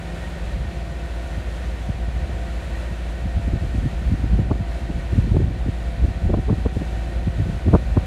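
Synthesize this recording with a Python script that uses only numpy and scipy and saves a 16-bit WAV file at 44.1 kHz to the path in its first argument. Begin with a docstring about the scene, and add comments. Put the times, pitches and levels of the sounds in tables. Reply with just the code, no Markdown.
"""On a footbridge over a station platform, a rail maintenance train is heard creeping past.
Its diesel drones at harmonics of the engine cycle under the turbulent roar of cooling fans;
gears whine, and one whine throbs at half the engine's cycle rate.
Gusts hit the microphone in a freshening breeze: each rumbles and sheds eddies that thud and flap."""
import sys
import numpy as np
from scipy import signal
from scipy.fft import rfft, irfft, next_fast_len
from scipy.io import wavfile
from scipy.ndimage import map_coordinates

SR = 44100
rng = np.random.default_rng(int(sys.argv[2]) if len(sys.argv) > 2 else 0)


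def persist_wave(psi):
    """Save psi, clipped to +-1, as 16-bit WAV."""
    counts = np.round(np.clip(psi, -1, 1) * 32767).astype(np.int16)
    wavfile.write(sys.argv[1], SR, np.atleast_2d(counts).T)


N = 355446
CYCLE_HZ = 14.26  # four-stroke cycles a second

# swell shared by the fans and the throbbing whine: (time [s], relative level [dB])
AIRFLOW = [(0, -46.5), (.35, -45.5), (.85, -47), (1.55, -46), (2.25, -48), (2.68, -45.5), (3.05, -46),
           (3.3, -48), (3.92, -46), (4.15, -47.5), (4.6, -50), (4.76, -46), (4.9, -48.5), (5.1, -47),
           (5.55, -50), (6.0, -47), (6.3, -49.5), (6.97, -47), (8.06, -47.5)]


def diesel(cycle, exhaust_db=-35.5, puff_depth=0.34, waver_db=2.0):
    """Periodic excitation: uneven cylinders give harmonics of the cycle; each firing puffs exhaust."""
    # engine harmonics, order 4 being the firing rate: (order [per cycle], base level [dB])
    orders = [(4, -25.5), (5, -37.5), (10, -51.5), (14, -56), (16, -55.5), (25, -54), (27, -57)]
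    # swell of the firing note: (time [s], gain [dB])
    firing_swell = [(0, -6.5), (.5, -6.5), (1.3, -2), (2.2, -0.5), (3.2, -1), (4, -1.5), (5, -1),
                    (6.6, -0.5), (8.06, -4)]
    # third harmonic of the firing note: (time [s], level [dB])
    hum = [(0, -37), (1.1, -44), (2.2, -45.5), (8.06, -42.5)]
    # exhaust noise: (frequency [Hz], relative spectral level [dB])
    exhaust = [(20, -51), (35, -3), (70, -2), (110, -7.5), (170, -11), (260, -18), (450, -23), (900, -29),
               (2000, -99)]
    tones = amp(curve(hum)) * np.sqrt(2) * np.sin(12 * cycle)
    for order, db in orders:
        swell_db = curve(firing_swell) if round(order) == 4 else waver_db * wobble(6)
        phase = order * cycle + rng.uniform(0, 2 * np.pi)
        tones += amp(db + swell_db) * np.sqrt(2) * np.sin(phase)
    puffs = 1 + puff_depth * np.cos(4 * cycle)
    return tones + amp(exhaust_db) * unit(noise(exhaust) * puffs)


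def fans(roar_db=-41.5, hiss_db=-57, flutter_db=0.57):
    """Turbulent cooling air makes broadband noise and excites resonances in ducts and casing."""
    # roar through the grilles: (frequency [Hz], relative spectral level [dB])
    roar_spectrum = [(100, 8), (300, -0.5), (560, 9.5), (900, 0), (1150, 0.5), (1680, 0.5), (2250, -0.5),
                     (3000, -3.5), (4100, -6.5), (5000, -12.5), (5500, -22.5), (7000, -40)]
    # fine hiss of the air: (frequency [Hz], relative spectral level [dB])
    hiss_spectrum = [(3500, -28), (5400, 4), (7200, 4), (7700, 1.5), (9500, 1), (10100, -2.5), (10450, -8),
                     (10800, -4), (11500, -5), (12600, -8.5), (13300, -12), (16600, -18)]
    # duct and casing modes: (frequency [Hz], width [Hz], base level [dB])
    casing_modes = [(319, 65, -50.5), (523.5, 26, -52.5), (654, 170, -52), (945, 39, -58.5),
                    (1462, 160, -56), (2430, 15, -63.5), (2623, 44, -62), (4030, 130, -68)]
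    swell_db = airflow_swell() + flutter_db * wobble(11)
    roar = amp(roar_db) * noise(roar_spectrum)
    ringing = amp(wobble(6)) * resonances(casing_modes)
    hiss = amp(hiss_db + flutter_db * wobble(20)) * noise(hiss_spectrum)
    return amp(0.69 * swell_db) * (roar + ringing) + amp(0.9 * swell_db) * hiss  # the hiss swells more


def gears(lower_hz=682, lower_db=-49, upper_hz=755.4, beat_s=1.25, peak_s=0.98, beat_depth=0.54):
    """Meshing teeth radiate two tones: the lower beats slowly, the upper swells and fades."""
    # upper gear tone: (time [s], level [dB])
    upper_level = [(0, -49), (.75, -54.5), (1.55, -54), (2.42, -47), (2.78, -62), (3.2, -49.5), (4.0, -56),
                   (4.4, -47.5), (5.02, -55), (5.6, -49), (6.0, -53.5), (6.4, -46), (7.0, -47),
                   (7.4, -54.5), (8.06, -47.5)]
    t = np.arange(N) / SR
    beat = np.abs(1 + beat_depth * np.exp(2j * np.pi * (t - peak_s) / beat_s))
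    lower = tone(lower_hz, lower_db + 0.5 * wobble(6.6), drift=0.00096, rate=22)
    upper = tone(upper_hz, curve(upper_level) + 0.5 * wobble(6.6), drift=0.00096, rate=22)
    return beat * lower + upper


def fan_and_pump_tones(waver_db=1.0):
    """Steady rotation gives a line spectrum; each line wavers in pitch and level."""
    # fan and pump lines: (frequency [Hz], mean level [dB])
    lines = [(51.4, -40), (149.6, -52), (201, -53), (339.1, -53), (587, -62), (1512, -59), (1980, -63.5),
             (2211, -68), (2313, -63)]
    return sum(tone(hz, db + waver_db * wobble(2.87), drift=0.00101, rate=25) for hz, db in lines)


def throb(cycle, rasp_depth_db=4, recede_db_per_s=0.1):
    """Amplitude modulation: a rasping whine swells once in two engine cycles and slowly recedes."""
    # throbbing tones: (frequency [Hz], base level [dB], modulation depth [dB], first swell [s])
    partials = [(1792, -59.5, 5.5, 0.067), (1854, -58.5, 6.5, 0.1)]
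    # noise band around the whine: (frequency [Hz], width [Hz], base level [dB])
    rasp_band = [(1887, 69, -57)]
    swell = lambda first_s: np.cos((cycle - 2 * np.pi * CYCLE_HZ * first_s) / 2)
    tones = sum(tone(hz, db + depth_db * swell(first_s), drift=0.00444, rate=40)
                for hz, db, depth_db, first_s in partials)
    strength = amp(airflow_swell() + wobble(7) - recede_db_per_s * np.arange(N) / SR)
    upper_swell = swell(partials[-1][-1])
    rasp = amp(rasp_depth_db * upper_swell) * resonances(rasp_band)
    return strength * (tones + rasp)


def whistle(hz=7576):
    """A flow tone: air whistles thinly, swells once and dies away as the train moves on."""
    # air whistle: (time [s], level [dB])
    level = [(0, -72), (2.3, -74), (2.68, -67), (3.3, -75), (8.06, -81)]
    return tone(hz, curve(level), drift=0.00137, rate=60)


def gust_level(breeze_db=-49.5, rise_db_per_s=1.85):
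    """Incoherent powers add: bell-shaped gusts on a freshening breeze give the wind level in dB."""
    # gusts: (peak time [s], standard deviation [s], level [dB])
    gusts = [(0.597, 0.054, -34.5), (2.123, 0.093, -34.5), (3.542, 0.094, -27.5), (3.827, 0.084, -28.5),
             (4.133, 0.098, -31.5), (4.395, 0.071, -24.5), (4.94, 0.03, -28), (5.366, 0.11, -25.5),
             (6.053, 0.029, -26), (6.296, 0.051, -28.5), (7.437, 0.063, -34)]
    t = np.arange(N) / SR
    power = amp(breeze_db + rise_db_per_s * t) ** 2
    for peak_s, width_s, db in gusts:
        power += amp(db) ** 2 * np.exp(-((t - peak_s) / width_s) ** 2 / 2)
    return 10 * np.log10(power)


def thuds(eddies, core_db=-8, core_hz=160, wake_db=-4, wake_hz=80, wake_lag_s=0.0065):
    """Convected pressure: each eddy thuds with its core and heaves with its slower wake."""
    half = SR // 20
    t = np.arange(-half, half) / SR
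    out = np.zeros(N + 2 * half)
    for s, thud_db, flap_db in eddies:
        spin, wake_detune, core_detune = rng.uniform(-0.4, 0.4, 3)
        angle = np.sign(spin) * np.pi / 2
        octaves = (flap_db - thud_db + 14) / 35 + core_detune / 2  # a harder flap raises the pitch
        core = swing(t, core_hz * 2 ** octaves, cycles=0.76, angle=angle, sweep=1.545)
        wake = swing(t - wake_lag_s, wake_hz * 2 ** (wake_detune / 2),
                     cycles=0.82, angle=angle + np.pi / 2, sweep=1.387)
        out[round(s * SR):][:len(t)] += amp(thud_db) * (amp(core_db) * core + amp(wake_db) * wake)
    return out[half:half + N]


def flaps(eddies, front_db=30, flurry_db=-9, flurry_s=0.0073, soft_db=-25, hard_db=-16):
    """Shorter pulses are brighter: an eddy breaks as a front in a dull flurry, steeper when hard."""
    # colour of a flap: (frequency [Hz], gain [dB])
    flap_response = [(180, 9), (330, 8), (500, 4.5), (800, 1), (1200, 0), (1500, -4.5), (1750, -27)]
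    half = SR // 20
    t = np.arange(-half, half) / SR
    out = np.zeros(N + 2 * half)
    bell = lambda width_s: np.exp(-(t / width_s) ** 2 / 2)
    for s, _, db in eddies:
        edge = bell(np.interp(db, [soft_db, hard_db], [0.00045, 0.00014]))
        smoothing = bell(np.interp(db, [soft_db, hard_db], [0.0007, 0.00022]))
        swirl = signal.fftconvolve(rng.standard_normal(len(t)), smoothing, "same")
        ragged_db = 0.11 * max(db - hard_db, 0)
        flurry = amp(flurry_db + ragged_db) * unit(swirl) * bell(flurry_s)
        front = amp(front_db) * rng.choice([-1, 1]) * edge / edge.sum()
        out[round(s * SR):][:len(t)] += amp(db) * (front + flurry)
    return coloured(out[half:half + N], flap_response)


def wind(level, rumble_db=6, turbulence_db=0.5, lump_db=5, calm_db=-33):
    """Intermittent flow rumbles on the microphone in lumps; fine turbulence fades in light air."""
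    # wind rumble: (frequency [Hz], relative spectral level [dB])
    rumble_spectrum = [(15, -36), (25, -23), (36, 2), (48, 6.5), (65, 6.5), (100, -15), (200, -65)]
    # fine turbulence: (frequency [Hz], relative spectral level [dB])
    turbulence_spectrum = [(30, -43), (60, 1.5), (90, 3), (145, 3), (220, -9.5), (320, -12.5), (500, -24.5),
                           (900, -40), (1700, -75)]
    strength = amp(level) / np.sqrt(1 + amp(calm_db - level) ** 2)
    lumps = unit(amp(lump_db * np.tanh(2 * wobble(24))))
    rumble = amp(level + rumble_db) * noise(rumble_spectrum)
    turbulence = amp(turbulence_db) * strength * noise(turbulence_spectrum)
    return lumps * (rumble + turbulence)


def small_eddies(level, per_s=14, thud_db=-15, flap_db=-35, at_wind_db=-25):
    """Irregular eddy shedding, harder in stronger wind: rows like those of the large eddies."""
    times = (np.arange(1, 401) + rng.uniform(-0.5, 0.5, 400)) / per_s
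    times = times[times < N / SR]
    push_db = 0.73 * (np.interp(times * SR, np.arange(N), level) - at_wind_db)
    return np.transpose([times, thud_db + push_db, flap_db + push_db])


def swing(t, hz, cycles, angle, sweep):
    """The pressure of a passing eddy: one swing without ringing, fastest as its core goes by."""
    u = t * hz / cycles
    phase = 2 * np.pi * sweep * cycles * np.arcsinh(u) + angle
    return np.cos(phase) / (1 + u * u) * np.hanning(len(t))


def airflow_swell():
    """Slow modulation: the airflow's level about its mean, in dB."""
    level = curve(AIRFLOW)
    return level - level.mean()


def tone(hz, db, drift, rate):
    """Frequency modulation: a machine tone of rms level db whose pitch wanders."""
    return amp(db) * np.sqrt(2) * np.sin(turns(hz, drift, rate))


def turns(hz, drift, rate):
    """Phase is the integral of frequency, which here wanders by the fraction drift."""
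    return 2 * np.pi * np.cumsum(hz * (1 + drift * wobble(rate))) / SR


def resonances(modes):
    """Random excitation of modes given as (frequency [Hz], width [Hz], level [dB])."""
    def response(f):
        return sum(amp(db) * unit(1 / (1 + ((f - hz) / width) ** 2) ** 2) for hz, width, db in modes)
    return filtered(rng.standard_normal(N), response)


def noise(spectrum):
    """Coloured Gaussian noise of rms 1."""
    return unit(coloured(rng.standard_normal(N), spectrum))


def coloured(x, spectrum):
    """Spectral shaping by (frequency [Hz], gain [dB]) points, with nothing above the last."""
    f, db = np.transpose(spectrum)
    return filtered(x, lambda hz: amp(np.interp(np.log(hz + 1), np.log(f), db)) * (hz < f[-1]))


def filtered(x, response):
    """Linear filtering: the spectrum of x times a frequency response."""
    size = next_fast_len(N + SR // 2)
    return irfft(rfft(x, size) * response(np.fft.rfftfreq(size, 1 / SR)), size)[:N]


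def wobble(rate):
    """A smooth random curve, rate knots a second."""
    knots = rng.standard_normal(2048)
    grid = np.arange(0, N, 64)
    coarse = map_coordinates(knots, [grid * rate / SR], mode="wrap")
    return np.interp(np.arange(N), grid, coarse)


def curve(rows):
    """Linear interpolation of (time [s], level [dB]) points at every sample."""
    times, levels = np.transpose(rows)
    return np.interp(np.arange(N) / SR, times, levels)


def amp(db):
    """Decibels to gain."""
    return 10 ** (np.asarray(db) / 20)


def unit(x):
    """Scale to rms 1."""
    return x / np.sqrt(np.mean(x ** 2) + 1e-20)


def scene():
    """Superposition of the train's machinery and the wind at the microphone."""
    # large eddies striking the microphone: (time [s], thud gain [dB], flap gain [dB])
    large_eddies = [(1.378, -15, -40), (1.895, -12, -38), (2.343, -17.5, -59), (2.92, -17, -43),
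                    (3.26, -13.5, -33), (3.37, -11.5, -38), (3.483, -13, -29), (3.538, -15, -28),
                    (3.641, -14, -28), (3.752, -12, -28), (3.782, -11, -25.5), (3.828, -19, -26),
                    (3.848, -11.5, -57), (3.86, -11.5, -24.5), (4.12, -11, -29.5), (4.138, -12.5, -23.5),
                    (4.244, -16.5, -25), (4.332, -12, -30), (4.347, -10, -40), (4.392, -8, -21),
                    (4.514, -9, -16.5), (4.556, -18, -28), (4.605, -13.5, -38), (4.901, -25, -20.5),
                    (5.131, -15, -28), (5.161, -16, -27), (5.184, -3, -22.5), (5.276, -14.5, -24),
                    (5.314, -14, -27), (5.348, -11, -22), (5.367, -11, -18.5), (5.405, -18, -21),
                    (5.42, -13, -21), (5.438, -6.5, -65), (5.51, -18, -26), (5.663, -17, -27),
                    (5.687, -9, -22), (6.048, -12.5, -28), (6.087, -18, -30), (6.256, -9, -40),
                    (6.302, -18, -19.5), (6.315, -12, -49), (6.342, -13, -16.5), (6.377, -14, -23),
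                    (6.388, -14, -21), (6.482, -19, -26), (6.492, -18, -20), (6.498, -18, -17.5),
                    (6.504, -15, -20), (6.511, -9.5, -24), (6.529, -13, -20.5), (6.586, -19, -28),
                    (6.661, -15, -18), (6.77, -11.5, -21.5), (6.819, -15, -21), (7.276, -8, -25.5),
                    (7.398, -13, -24), (7.414, -11, -35), (7.464, -15, -24), (7.497, -21.5, -23),
                    (7.667, -8, -22), (7.684, -7, -19.5), (7.712, -14, -27), (7.733, -9, -20),
                    (7.741, -8, -11), (7.752, -5.5, -9), (7.973, -3.5, -16.5)]
    cycle = turns(CYCLE_HZ, drift=0.001, rate=2.89)
    train = diesel(cycle) + gears() + whistle() + fan_and_pump_tones() + throb(cycle) + fans()
    wind_db = gust_level()
    eddies = np.vstack([large_eddies, small_eddies(wind_db)])
    return (train + wind(wind_db) + thuds(eddies) + flaps(eddies))[None]


def record(dry, low_cut_hz=27, saturate_below_hz=1600, ceiling=0.75, top_hz=15720):
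    """Band limiting and soft saturation: the microphone sheds deep rumble and rounds hard gusts."""
    low_pass = lambda hz: 1 / (1 + (hz / saturate_below_hz) ** 16)
    sound = filtered(dry[0], lambda hz: hz ** 4 / (hz ** 4 + low_cut_hz ** 4))
    low = filtered(sound, low_pass)
    saturated = low / (1 + np.abs(low / ceiling) ** 6) ** (1 / 6)
    sound += filtered(saturated - low, low_pass)
    return filtered(sound, lambda hz: hz < top_hz)[None]


dry = scene()
out = record(dry)
persist_wave(out)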